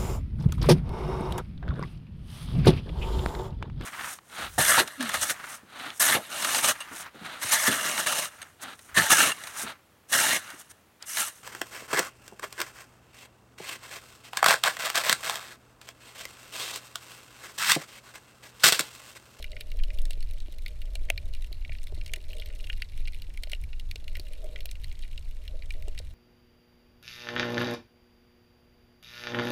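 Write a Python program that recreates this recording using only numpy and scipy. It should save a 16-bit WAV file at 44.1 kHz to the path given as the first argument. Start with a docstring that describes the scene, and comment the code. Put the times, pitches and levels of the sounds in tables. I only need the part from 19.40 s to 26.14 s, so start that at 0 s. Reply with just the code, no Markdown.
"""Under water at a coral reef, inside a camera housing, 6.7 s. From the start surge heaves and rumbles (shaped noise),
far surf washes in the housing's lowest resonance (noise in slow swells) and a steady hiss lies beneath.
Snapping shrimp crackle near and far throughout: clicks and noise echoes off the coral, rung by the housing.
Eddies brush the housing from 0.3 s (fluttering noise); dull thumps (decaying sines) come from 0.66 s on."""
import sys
import numpy as np
from scipy import signal
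from scipy.fft import rfft, irfft
from scipy.io import wavfile
from scipy.ndimage import uniform_filter1d

SR = 44100
rng = np.random.default_rng(int(sys.argv[2]) if len(sys.argv) > 2 else 0)


def magnitude_from_level(level_db):
    """Linear magnitude for a level in decibels (20 dB per decade)."""
    exponent = np.asarray(level_db, float) / 20
    return 10 ** exponent


def wav_out(sig):
    """Save sig, one row per channel (or a flat mono array), as 16-bit PCM at SR to the path in sys.argv[1]."""
    wavfile.write(sys.argv[1], SR, np.round(np.clip(np.atleast_2d(sig).T, -1, 1) * 32767).astype(np.int16))


N = 297234
GRAIN = 2048   # samples that hold one snap


def curve(rows):
    """Rows of (s, value) joined by straight lines, one value a sample."""
    s, value = np.transpose(rows)
    return np.interp(np.arange(N) / SR, s, value)


def coloured(spectrum):
    """White noise filtered to a spectrum, straight lines in dB over log frequency; rms 1."""
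    hz, db = np.transpose(spectrum)
    grid_hz = np.arange(1, N // 2 + 2) * SR / N
    gain_db = np.interp(np.log(grid_hz), np.log(hz), db, -120, -120)
    noise = irfft(rfft(rng.standard_normal(N)) * magnitude_from_level(gain_db), N)
    return noise / noise.std()


def steadied(noise, over_s, share):
    """A share of the noise's own slow swell is divided out; rms 1."""
    size = int(over_s * SR)
    power = uniform_filter1d(uniform_filter1d(noise ** 2, size), size)
    swell = np.sqrt(power + 1e-6)
    steady = noise / swell ** np.clip(share, 0, 1)
    return steady / steady.std()


def flicker(points_per_s, depth_db):
    """A gain that wanders at random in dB, by straight lines between normal draws."""
    points = rng.standard_normal(int(N / SR * 100) + 2)
    position = np.arange(N) / SR * np.minimum(points_per_s, 100)
    return magnitude_from_level(depth_db * np.interp(position, np.arange(len(points)), points))


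def swells(rows, lull):
    """Swells (s, dB, half length s), bell-shaped in power, summed in power over a steady lull."""
    t = np.arange(N) / SR
    power = sum(magnitude_from_level(db) ** 2 * np.exp(-((t - s) / half_s) ** 2) for s, db, half_s in rows)
    return np.sqrt(lull ** 2 + power)


def place(grains, times_s):
    """Short sounds laid out at their times."""
    out = np.zeros(N + grains.shape[1])
    for grain, i in zip(grains, (np.asarray(times_s) * SR).astype(int)):
        out[i:i + len(grain)] += grain
    return out[:N]


def surge():
    """Passing water as two noises: a slow heave, and a rumble that follows part of the heave's swing."""
    # heave level, with chance dips of the low noise: t/s, level/dB
    heave_level = [(0.0, -39.5), (0.13, -26.5), (0.19, -46.5), (0.43, -22), (1.35, -35.5), (1.45, -27),
                   (3.17, -33.5), (3.34, -25), (3.49, -45), (3.6, -32), (6.7, -32.5), (6.74, -44)]
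    # heave spectrum: f/Hz, relative density/dB
    heave_spectrum = [(4, -64), (8, 0), (20, 6.5), (26, -3), (40, -90)]
    # rumble spectrum: f/Hz, relative density/dB
    rumble_spectrum = [(12, 5), (20, -11), (27, -1.5), (36, -4.5), (55, -9), (70, -55)]
    heave_db = curve(heave_level)
    rumble_db = -37.5 + 0.69 * (heave_db - heave_db.mean())   # level at mean heave dB; share of its swing
    heave = magnitude_from_level(heave_db) * steadied(coloured(heave_spectrum), over_s=0.093, share=0.089)
    rumble = magnitude_from_level(rumble_db) * steadied(coloured(rumble_spectrum), over_s=0.084, share=1.0)
    return heave + rumble


def surf_wash():
    """Far waves: flickering noise around the lowest housing resonance, swelling over a faint lull."""
    # far waves: t of the height/s, level/dB, half length/s
    surf_waves = [(0.05, -56, 0.39), (1.55, -64, 0.31), (2.95, -62, 0.3), (4.1, -74, 0.2), (5.0, -59, 0.21),
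                  (6.3, -65, 0.29)]
    # wash spectrum: f/Hz, relative density/dB
    wash_spectrum = [(200, -17.5), (330, -12), (450, -2), (570, -3), (618, 4.5), (665, -8.5), (900, -30.5),
                     (1300, -28)]
    level = swells(surf_waves, magnitude_from_level(-82.5))
    return level * coloured(wash_spectrum) * flicker(points_per_s=22.0, depth_db=5.0)


def hiss():
    """Steady coloured noise."""
    # hiss spectrum: f/Hz, relative density/dB
    hiss_spectrum = [(88, -45), (150, -10.5), (183, 1), (629, -10.5), (1200, -16), (2580, -15),
                     (2850, -17.5), (3140, -19), (4060, -16.5), (4940, -19), (14300, -28.5), (16400, -51)]
    return magnitude_from_level(-63) * coloured(hiss_spectrum)


def resonance(hz, width_hz):
    """Response of a damped oscillator on the grain's frequency grid, 1 at the top."""
    f = np.arange(GRAIN // 2 + 1) * SR / GRAIN
    return 1j * f * width_hz / (hz ** 2 - f ** 2 + 1j * f * width_hz)


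def snaps(rows, direct_db, tail_db, favour_db, ragged_db, crack_db):
    """Each snap is a click, a swarm of echoes off the coral and a faint reef tail, heard through the housing."""
    # housing resonances (like-signed neighbours leave a notch): f/Hz, width/Hz, level before weight/dB, signed weight
    housing_modes = [(1220, 100, -39, 0.34), (1474, 33, -9.5, 0.9), (2015, 430, -2.5, 0.74),
                     (2390, 170, 0, -0.91), (2850, 227, 0, 0.99), (3153, 89, 0, 0.52),
                     (3900, 1020, -2.5, -0.73), (4520, 890, -6, 0.84), (5260, 255, -7.5, 1),
                     (6740, 480, -19.5, -0.71), (8650, 1920, -13, -0.56), (9430, 1650, -13.5, 0.68),
                     (11400, 3500, -17.5, -0.45), (14680, 2100, -16, 0.53)]
    s, body_db, pitch_hz, upper_db, treble_db, scatter_s = np.transpose(rows)[:, :, None]
    t = np.arange(GRAIN) / SR
    draws = rng.standard_normal((len(rows), 2, GRAIN))
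    clump_db = ragged_db * np.repeat(draws[:, 1, ::32], 32, axis=1)   # echoes come in clumps of 32 samples
    echoes = draws[:, 0] * magnitude_from_level(clump_db) * (t < t[-1] * 3 / 4)

    housing = sum(weight * magnitude_from_level(db) * resonance(hz, width_hz) for hz, width_hz, db, weight in housing_modes)
    colour = housing * (1 + magnitude_from_level(favour_db) * resonance(pitch_hz, 356.0))   # the place of the snap colours it
    glint_hz = 9400 * 2 ** (0.3 * np.clip(draws[:, 1, 1:2], -.7, 1.6))   # and favours one stretch of treble
    colour = colour * (1 + magnitude_from_level(8.0) * resonance(glint_hz, 2500.0))

    click_db = direct_db - 10.0 * np.log2(scatter_s / 0.01)   # little scatter, clear first click
    click = magnitude_from_level(click_db) * np.sign(draws[:, 0, :1])
    tail = magnitude_from_level(tail_db - 60 * t / 0.039)
    crack = magnitude_from_level(crack_db * np.exp(-(t / 0.0022) ** 2))   # gain on the first 2.2 ms or so
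    out = 0
    # rough coral soaks up the treble first: each range up lasts a smaller share of the scatter time
    for rms_db, edges_hz, lasting in ((body_db, (1510, 2830), .95), (upper_db, (3760, 4720), .85),
                                      (treble_db, (6970, 15500), .6)):
        t60_s = np.maximum(lasting * scatter_s, .002)
        rise = np.minimum(t / (.04 * t60_s), 1)
        swarm = echoes * (magnitude_from_level(-60 * t / t60_s) * rise + tail)
        swarm[:, :1] = click
        rung = irfft(rfft(swarm) * colour, GRAIN)
        band = signal.butter(2, edges_hz, "band", fs=SR, output="sos")
        part = signal.sosfilt(band, rung) * crack
        first_rms = part[:, :int(.008 * SR)].std(axis=1, keepdims=True)
        out = out + part / first_rms * magnitude_from_level(rms_db)
    return place(out, s[:, 0])


def far_snaps():
    """Countless smaller snaps come at random, in sizes with a long tail and colours of their own."""
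    # far crackle: t/s, level/dB
    crackle_level = [(0.0, -60), (0.26, -64), (1.84, -65.5), (2.29, -63), (2.57, -63.5), (3.06, -59),
                     (4.45, -68.5), (4.69, -62.5), (5.03, -64.5), (5.46, -63.5), (5.59, -61), (6.74, -68.5)]
    per_s, spread_db, over_db, most_db = 170.0, 4.0, -3.0, 12.0
    draws = rng.random((2200, 6))
    s = np.cumsum(-np.log(draws[:, 0] + 1e-9) / per_s)
    size_db = over_db + np.minimum(-spread_db * np.log(draws[:, 1] + 1e-9), most_db)
    body_db = size_db - 12 * draws[:, 3]
    pitch_hz = 1900 * 2 ** (1.2 * draws[:, 2])
    upper_db = size_db - 13 + 11 * draws[:, 3]   # a weak body goes with a strong upper range
    treble_db = size_db - 19 + 17 * draws[:, 4]
    scatter_s = .006 + .022 * draws[:, 5]
    rows = np.c_[s, body_db, pitch_hz, upper_db, treble_db, scatter_s][s < N / SR]
    crackle = snaps(rows, direct_db=16.0, tail_db=-27.0, favour_db=11.5, ragged_db=9.0, crack_db=-2.5)
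    return magnitude_from_level(curve(crackle_level)) * crackle


def near_snaps():
    """Snaps close by, each scattering for a time of its own; the nearest have a clearer first crack."""
    # near snaps, rms over the first 8 ms: t/s, body level/dB, strongest pitch f/Hz, upper level/dB, treble level/dB
    near_rows = [(0.0254, -45, 3360, -42.5, -50), (0.0422, -38.5, 2380, -51, -52),
                 (0.117, -52, 2870, -48, -56.5), (0.1306, -51, 2140, -66, -70),
                 (0.1656, -41, 2360, -56, -70), (0.208, -41.5, 2180, -41.5, -46),
                 (0.2142, -52, 2830, -53, -66), (0.3167, -46, 2800, -51, -54),
                 (0.3702, -62, 2260, -73, -57.5), (0.3893, -53, 2500, -53, -64),
                 (0.3985, -50.5, 2370, -66, -69), (0.4354, -42.5, 2870, -44, -52),
                 (0.503, -44, 2260, -55, -65), (0.5428, -65, 2830, -72, -57),
                 (0.5864, -46.5, 2840, -46, -52), (0.594, -61, 2880, -63, -58),
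                 (0.6172, -64, 2930, -63, -51.5), (0.6534, -53, 4330, -46.5, -47),
                 (0.707, -42.5, 2740, -43.5, -43.5), (0.7316, -52, 2750, -48, -55),
                 (0.8054, -55.5, 2850, -52, -54.5), (0.8264, -53.5, 4440, -48, -54.5),
                 (0.9102, -55, 2800, -55, -55.5), (1.0026, -59, 2880, -50.5, -56.5),
                 (1.124, -76, 3930, -59, -54.5), (1.184, -61, 2380, -53.5, -56.5),
                 (1.261, -38, 2200, -41.5, -53.5), (1.2808, -50, 2900, -49, -53),
                 (1.417, -48, 2810, -51.5, -56), (1.5535, -41.5, 2760, -41.5, -45.5),
                 (1.6866, -48, 2340, -60, -71), (1.7011, -22.5, 2400, -36, -33),
                 (1.7768, -36.5, 2370, -38, -52.5), (1.9366, -51.5, 2800, -48, -57),
                 (1.949, -48.5, 2370, -53, -55.5), (2.0221, -56, 3940, -51.5, -55),
                 (2.044, -49.5, 2760, -54.5, -57.5), (2.127, -54, 4200, -44.5, -54.5),
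                 (2.2483, -42, 2120, -57, -72), (2.2934, -45.5, 2130, -70, -81),
                 (2.3192, -42.5, 2210, -53, -80), (2.3502, -48.5, 1950, -57, -75),
                 (2.3847, -53, 2820, -54.5, -70), (2.4318, -59, 2850, -66, -53),
                 (2.4397, -68, 3930, -56, -54), (2.4697, -49.5, 2330, -51, -57),
                 (2.546, -72, 4240, -54.5, -60), (2.612, -45.5, 2320, -52.5, -64),
                 (2.6611, -49.5, 2800, -46.5, -50), (2.6784, -55, 2780, -53, -55),
                 (2.6928, -48.5, 2280, -67, -72), (2.7359, -32, 2740, -39, -37.5),
                 (2.7599, -46, 2000, -50, -49), (2.883, -64, 4790, -63, -64),
                 (2.9056, -50.5, 2850, -61, -67), (2.931, -44, 2830, -52, -56),
                 (2.9982, -53, 3510, -43.5, -55), (3.02, -42.5, 2920, -57, -70),
                 (3.059, -53, 2840, -50, -53.5), (3.087, -57, 4460, -58, -60),
                 (3.1013, -51, 1700, -70, -78), (3.2, -50, 2860, -61, -78), (3.2407, -45, 2700, -50.5, -74),
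                 (3.2705, -46, 2640, -54, -56), (3.2989, -32.5, 2560, -72, -58),
                 (3.329, -42.5, 2800, -48, -58), (3.3714, -59, 2790, -57, -68),
                 (3.4202, -33, 2800, -38.5, -48.5), (3.5767, -54, 2460, -68, -55.5),
                 (3.6043, -56.5, 3870, -60, -58), (3.6537, -52, 2770, -49.5, -70),
                 (3.674, -42, 2380, -53, -55), (3.6802, -43, 2810, -47.5, -57),
                 (3.7328, -51.5, 2310, -54, -66), (3.7451, -48, 2760, -55, -57),
                 (3.8197, -49, 2870, -46, -54), (3.939, -60, 2400, -68, -58),
                 (3.9735, -42.5, 2310, -53.5, -53.5), (4.0346, -40.5, 3370, -38.5, -45),
                 (4.071, -53.5, 2840, -55, -69), (4.0971, -53, 3020, -51, -53),
                 (4.117, -43.5, 4260, -43, -45.5), (4.1325, -31.5, 2900, -42, -49.5),
                 (4.1484, -46, 2800, -51, -58), (4.2139, -70, 2770, -72, -58),
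                 (4.2376, -48, 2440, -58, -56), (4.33, -47, 2680, -53, -72), (4.397, -48, 2850, -47, -53.5),
                 (4.512, -40.5, 2270, -41.5, -47.5), (4.5573, -42.5, 2740, -43.5, -50),
                 (4.6794, -42.5, 2880, -48, -56), (4.7533, -40, 2270, -47.5, -55),
                 (4.7687, -47, 1820, -50, -50), (4.7965, -52, 4500, -42, -49),
                 (4.8672, -52.5, 2860, -66, -63), (4.9337, -51, 2900, -55, -54),
                 (5.0429, -60, 2020, -73, -55), (5.1591, -39.5, 2060, -48, -62),
                 (5.188, -51, 2150, -63, -66), (5.2054, -48, 2870, -47, -54),
                 (5.2562, -43.5, 2500, -44.5, -42), (5.29, -51, 2770, -49.5, -69),
                 (5.3128, -49, 2390, -48, -45.5), (5.3535, -50, 2320, -59, -68),
                 (5.436, -55, 3930, -53, -61), (5.4423, -47.5, 4100, -44, -51.5),
                 (5.5141, -50.5, 2330, -54, -74), (5.5911, -58, 2780, -59, -56),
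                 (5.627, -65, 3750, -50.5, -66), (5.6348, -50.5, 3900, -51, -68),
                 (5.7771, -43.5, 2750, -45, -56), (6.078, -46.5, 2920, -45.5, -58),
                 (6.222, -47.5, 2310, -52.5, -76), (6.3053, -37, 2390, -46.5, -53.5),
                 (6.3229, -67, 2970, -71, -57), (6.3378, -54.5, 2850, -55, -64),
                 (6.4232, -51, 2170, -57, -57.5), (6.482, -52.5, 2830, -54.5, -51),
                 (6.5772, -44, 2670, -46.5, -55), (6.5888, -52, 1970, -42.5, -45)]
    over_db = np.maximum(np.array(near_rows)[:, 1:2] - -38, 0)   # body above -38 dB counts as nearest
    crack_db = -1.0 + 1.1 * over_db
    scatter_s = 0.012 * 2 ** (0.1 * rng.standard_normal((len(near_rows), 1)))   # spread in octaves
    return snaps(np.c_[near_rows, scatter_s], direct_db=15.0, tail_db=-14.5, favour_db=5.5, ragged_db=-0.5,
                 crack_db=crack_db)


def eddies():
    """Eddies that brush the housing: brief swells of a steady, flickering low flutter."""
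    # eddies: t of the height/s, level/dB
    eddy_rows = [(0.3, -39.5), (0.55, -46), (1.12, -43.5), (1.75, -46.5), (2.31, -40), (2.55, -38.5),
                 (3.64, -46.5), (4.242, -38), (4.48, -40), (4.75, -44), (5.24, -44), (5.48, -39.5),
                 (5.8, -46), (6.45, -40), (6.6, -47)]
    # flutter spectrum: f/Hz, relative density/dB
    flutter_spectrum = [(32, -34), (55, -2.5), (78, -1.5), (102, -20.5), (130, -14.5), (160, -33.5),
                        (210, -52), (350, -120)]
    half_s = 0.03
    level = swells([(s, db, half_s) for s, db in eddy_rows], magnitude_from_level(-48.5))
    flutter = steadied(coloured(flutter_spectrum), over_s=0.073, share=0.99)
    return level * flutter * flicker(points_per_s=11.0, depth_db=3.5)


def thumps():
    """A few low cycles with a quick swell; each also stirs the lowest housing resonance."""
    # dull housing thumps, some under the nearest snaps: t/s, level before swell and decay/dB, pitch f/Hz
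    thump_rows = [(0.662, -45, 301), (0.706, -45.5, 660), (0.774, -45.5, 420), (1.084, -42, 332),
                  (1.554, -43, 656), (1.614, -44.5, 322), (1.702, -26, 660), (2.114, -43.5, 370),
                  (2.259, -48, 297), (2.294, -46.5, 640), (2.524, -37, 415), (2.576, -40.5, 320),
                  (2.735, -46, 630), (2.773, -42.5, 382), (3.603, -50, 396), (3.887, -47, 333),
                  (4.033, -49, 630), (4.072, -46, 606), (4.13, -42, 615), (4.558, -43, 450),
                  (4.625, -48, 322), (4.773, -48, 544), (4.796, -39.5, 365), (5.254, -45.5, 675),
                  (6.35, -44, 362), (6.48, -34, 425), (6.601, -41.5, 520)]
    s, level_db, hz = np.transpose(thump_rows)[:, :, None]
    t = np.arange(2 * GRAIN) / SR
    decay_db = -60 * t / 0.032
    own = np.sin(2 * np.pi * hz * t) * magnitude_from_level(decay_db)
    lowest = np.sin(2 * np.pi * 597.0 * t) * magnitude_from_level(-5.0 + decay_db)
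    swell = 1 - np.exp(-t / 0.00041)
    return place(magnitude_from_level(level_db) * (own + lowest) * swell, s[:, 0])


def scene():
    """All sources at the one microphone."""
    water = surge() + surf_wash() + hiss()
    shrimp = far_snaps() + near_snaps()
    return (water + shrimp + eddies() + thumps())[None]


def band_limit(x):
    """A steep low-pass at the top of the band."""
    return signal.sosfilt(signal.butter(12, 16510, fs=SR, output="sos"), x)


def record(dry):
    """The top is cut above 15.7 kHz."""
    dulled = signal.sosfilt(signal.butter(8, 15700, fs=SR, output="sos"), dry)
    return band_limit(dulled)


dry = scene()
out = record(dry)
wav_out(out)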